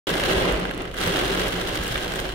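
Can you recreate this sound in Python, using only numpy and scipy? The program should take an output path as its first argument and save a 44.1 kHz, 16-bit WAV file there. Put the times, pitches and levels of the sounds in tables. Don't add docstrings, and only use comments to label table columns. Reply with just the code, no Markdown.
import sys
import numpy as np
from scipy import signal
from scipy.fft import rfft, irfft, next_fast_len
from scipy.io import wavfile
from scipy.ndimage import uniform_filter1d

SR = 44100
rng = np.random.default_rng(int(sys.argv[2]) if len(sys.argv) > 2 else 0)


def to_wav(s):
    ch = np.atleast_2d(s).T
    pcm = np.round(np.clip(ch, -1, 1) * 32767)
    wavfile.write(sys.argv[1], SR, pcm.astype(np.int16))


def elevation(decibels):
    levels = np.asarray(decibels, float)
    return 10 ** (levels / 20)


N = 103546
LONG = next_fast_len(N + 8000, True)

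# start_s [s], roof_force_db [dB], glass_force_db [dB]
GUSTS = [(.07, -27.5, -34.5), (0.189, -28, -37), (.3, -25, -33.5), (.48, -24.5, -41), (.6, -29, -48),
         (0.649, -30, -52.5), (0.751, -35, -52), (.77, -36.5, -61), (.81, -32.5, -59.5), (.93, -42.5, -52),
         (1.019, -30, -34), (1.171, -27.5, -35.5), (1.449, -29.5, -36), (1.62, -31.5, -39), (1.9, -34, -38),
         (2.07, -34, -39.5), (2.199, -32.5, -39.5), (2.35, -36, -46)]
# pitch_hz [Hz], level_db [dB per Hz]
GLASS_TONE = [(400, -17.5), (1000, -6), (1600, 2.5), (2400, -8), (3300, -1), (5000, -11), (7500, -16.5),
              (15700, -21.5)]


def read(points, hz):
    point_hz, value = np.transpose(points)
    return np.interp(np.log(hz + 1), np.log(point_hz + 1), value)


def evened(x):
    return x / np.sqrt(np.mean(x ** 2) + 1e-20)


def through(spectra, tone):
    # pitch_hz [Hz], width_hz [Hz], lift_db [dB]
    panels = [(120.5, 16, 4), (180, 12, 6), (377.4, 48, 7.5), (563, 140, 3.5), (2854, 370, 4.5),
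              (8890, 580, 5)]
    # pitch_hz [Hz], likeness [-1 to 1]
    likeness = [(60, 0.95), (180, 0.91), (400, 0.75), (700, -0.0095), (1400, 0.027), (3000, -0.068),
                (15000, 0.0083)]
    # pitch_hz [Hz], left_minus_right_db [dB]
    balance = [(60, -1), (170, 3), (350, 0), (700, -1.5), (1400, -1.6), (2800, -.4), (5500, -1.3),
               (10000, 1.3)]
    hz = np.fft.rfftfreq(LONG, 1 / SR)
    first, second = spectra
    lift_db = sum(db / (1 + ((hz - mid) / (width / 2)) ** 2) for mid, width, db in panels)
    same = np.clip(read(likeness, hz), -1, 1)
    lean = elevation(read(balance, hz) / 2)
    left = first * lean
    right = (same * first + np.sqrt(1 - same ** 2) * second) / lean
    gain = elevation(read(tone, hz) + lift_db) * (hz < 15800)
    return irfft(np.array([left, right]) * gain, LONG)[:, :N]


def rumble():
    # pitch_hz [Hz], level_db [dB per Hz]
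    rumble_tone = [(15, -25), (33, 7), (50, 0.5), (120, 0), (200, -1.5), (400, -17), (1000, -60)]
    noise = rng.standard_normal((2, LONG))
    return elevation(-40.5) * evened(through(rfft(noise), rumble_tone))


def engine():
    # pitch_hz [Hz], level_db [dB rms]
    idle = [(23.6, -46), (47.2, -39.5), (71, -60), (94, -60)]
    slow = uniform_filter1d(rng.standard_normal((5, N)), 4000)
    slow = evened(uniform_filter1d(slow, 4000))
    turn_s = np.cumsum(1 + 0.029 * slow[0]) / SR
    lead = np.array([[0.36], [0]])
    total = np.zeros((2, N))
    for (hz, db), waver in zip(idle, slow[1:]):
        strength = np.sqrt(2) * elevation(db + 2.5 * waver)
        total += strength * np.sin(2 * np.pi * (hz * turn_s + rng.random()) + lead)
    return total


def wipers():
    # start_s [s], level_db [dB], pitch_hz [Hz]
    thumps = [(.105, -21, 175), (0.356, -21.5, 60), (0.443, -27.5, 180), (.52, -19, 49.6),
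              (0.619, -25.5, 177.6), (1.055, -23.5, 101), (1.071, -22.5, 175), (1.529, -23.5, 172),
              (1.785, -24, 62), (1.79, -24.5, 172.6), (1.901, -26.5, 123), (1.949, -27.5, 50.7)]
    rise_s, t60_s = 0.015, 0.15
    t = np.arange(N) / SR
    total = np.zeros(N)
    for start_s, db, hz in thumps:
        age = np.maximum(t - start_s, 0)
        swell = elevation(db - 60 * age / t60_s) * (1 - np.exp(-age / rise_s))
        total += 2 * swell * np.sin(2 * np.pi * hz * age)
    return total


def splashes(snap_db, count, size=5000):
    # pitch_hz [Hz], t60_s [s]
    ringing = [(100, 0.27), (500, .12), (2000, 0.056), (6000, 0.037), (15000, 0.075)]
    snap_s, spread_s = 0.0015, 0.00048
    noise = rng.standard_normal((count, 2, 5000))
    hz, t, bands = signal.stft(noise, SR, nperseg=128)
    t60_s = np.maximum(read(ringing, hz), 0.005)[:, None]
    fading = bands * elevation(-60 * t / t60_s) / np.sqrt(t60_s)
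    tail = signal.istft(fading, SR, nperseg=128)[1]
    age = np.arange(tail.shape[-1]) / SR
    snap = 1 + elevation(snap_db) * np.exp(-age / snap_s)
    sound = tail * snap * (1 - np.exp(-age / spread_s))
    return sound / np.linalg.norm(sound[..., :size], axis=-1, keepdims=True)


def big_drops():
    # start_s [s], peak_db [dB], dullness_db [dB]
    drops = [(.1016, -23, 0), (.154, -24, 0), (.1989, -25, 2), (.2354, -28, 4), (.5235, -25, 1),
             (.5975, -27, -2), (.6528, -31, 6), (.7103, -29, 5), (.7457, -33, 0), (.7772, -31, 0),
             (.819, -31, -2), (.8528, -35, 5), (.9422, -30, 2), (.9672, -31, 0), (.9858, -28, 2),
             (1.004, -25, -2), (1.0738, -21, 0), (1.17, -23, 0), (1.3482, -24, 1), (1.4815, -22, -2),
             (1.6851, -28, 2), (1.7539, -26, 0), (1.8348, -24, -3), (1.8665, -26, 0), (1.8785, -22, -4),
             (1.9218, -26, -8), (1.9565, -29, 10), (2.1365, -26, 0), (2.158, -24, -2), (2.1999, -23, -2)]
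    bright, dull = np.zeros((2, 2, LONG))
    sounds = splashes(snap_db=12, count=len(drops), size=130)
    for (start_s, db, dull_db), sound in zip(drops, sounds):
        start = round(start_s * SR)
        at = slice(start, start + sound.shape[1])
        bright[:, at] += elevation(db) * sound
        dull[:, at] += elevation(db + dull_db) * sound
    low = signal.lfilter(*signal.butter(2, 4000, fs=SR), dull)
    high = signal.lfilter(*signal.butter(2, 4000, "high", fs=SR), bright)
    return elevation(32) * through(rfft(low + high), GLASS_TONE)


def patter(per_s, spread_db, tone, force_db):
    thinning = 0.6
    share = elevation(thinning * (force_db - force_db.max()))
    falls = rng.random(N) < share * per_s / SR
    size = elevation(spread_db * np.minimum(rng.exponential(1, N), 4))
    hits = size * falls / np.sqrt(share)
    spot = rng.integers(0, 12, N) == np.arange(12)[:, None]
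    answers = rfft(splashes(snap_db=8.5, count=12), LONG)
    wet = (rfft(hits * spot, LONG)[:, None] * answers).sum(axis=0)
    return evened(through(wet, tone)) * elevation(force_db)


def glass_rain():
    start_s, _, glass_db = np.transpose(GUSTS)
    force_db = 7 + np.interp(np.arange(N) / SR, start_s, glass_db)
    return patter(per_s=2000, spread_db=4.5, tone=GLASS_TONE, force_db=force_db)


def roof_rain():
    # pitch_hz [Hz], level_db [dB per Hz]
    roof_tone = [(30, -19), (70, -6.5), (300, -1.5), (600, -2.5), (1000, -6), (3200, -14), (4800, -24.5),
                 (16000, -47.5)]
    start_s, roof_db, _ = np.transpose(GUSTS)
    force_db = 3 + np.interp(np.arange(N) / SR, start_s, roof_db)
    return patter(per_s=2500, spread_db=3, tone=roof_tone, force_db=force_db)


def scene():
    machine = (engine() + wipers()) * elevation([[-0.8], [0.8]])
    return rumble() + machine + big_drops() + glass_rain() + roof_rain()


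def band_limit(x):
    return signal.sosfilt(signal.butter(12, 15780, fs=SR, output="sos"), x)


def record(dry):
    start_s, fade_s = 0.0693, 0.00036
    opening = np.clip((np.arange(N) / SR - start_s) / fade_s, 0, 1)
    return band_limit(dry * opening)


dry = scene()
out = record(dry)
to_wav(out)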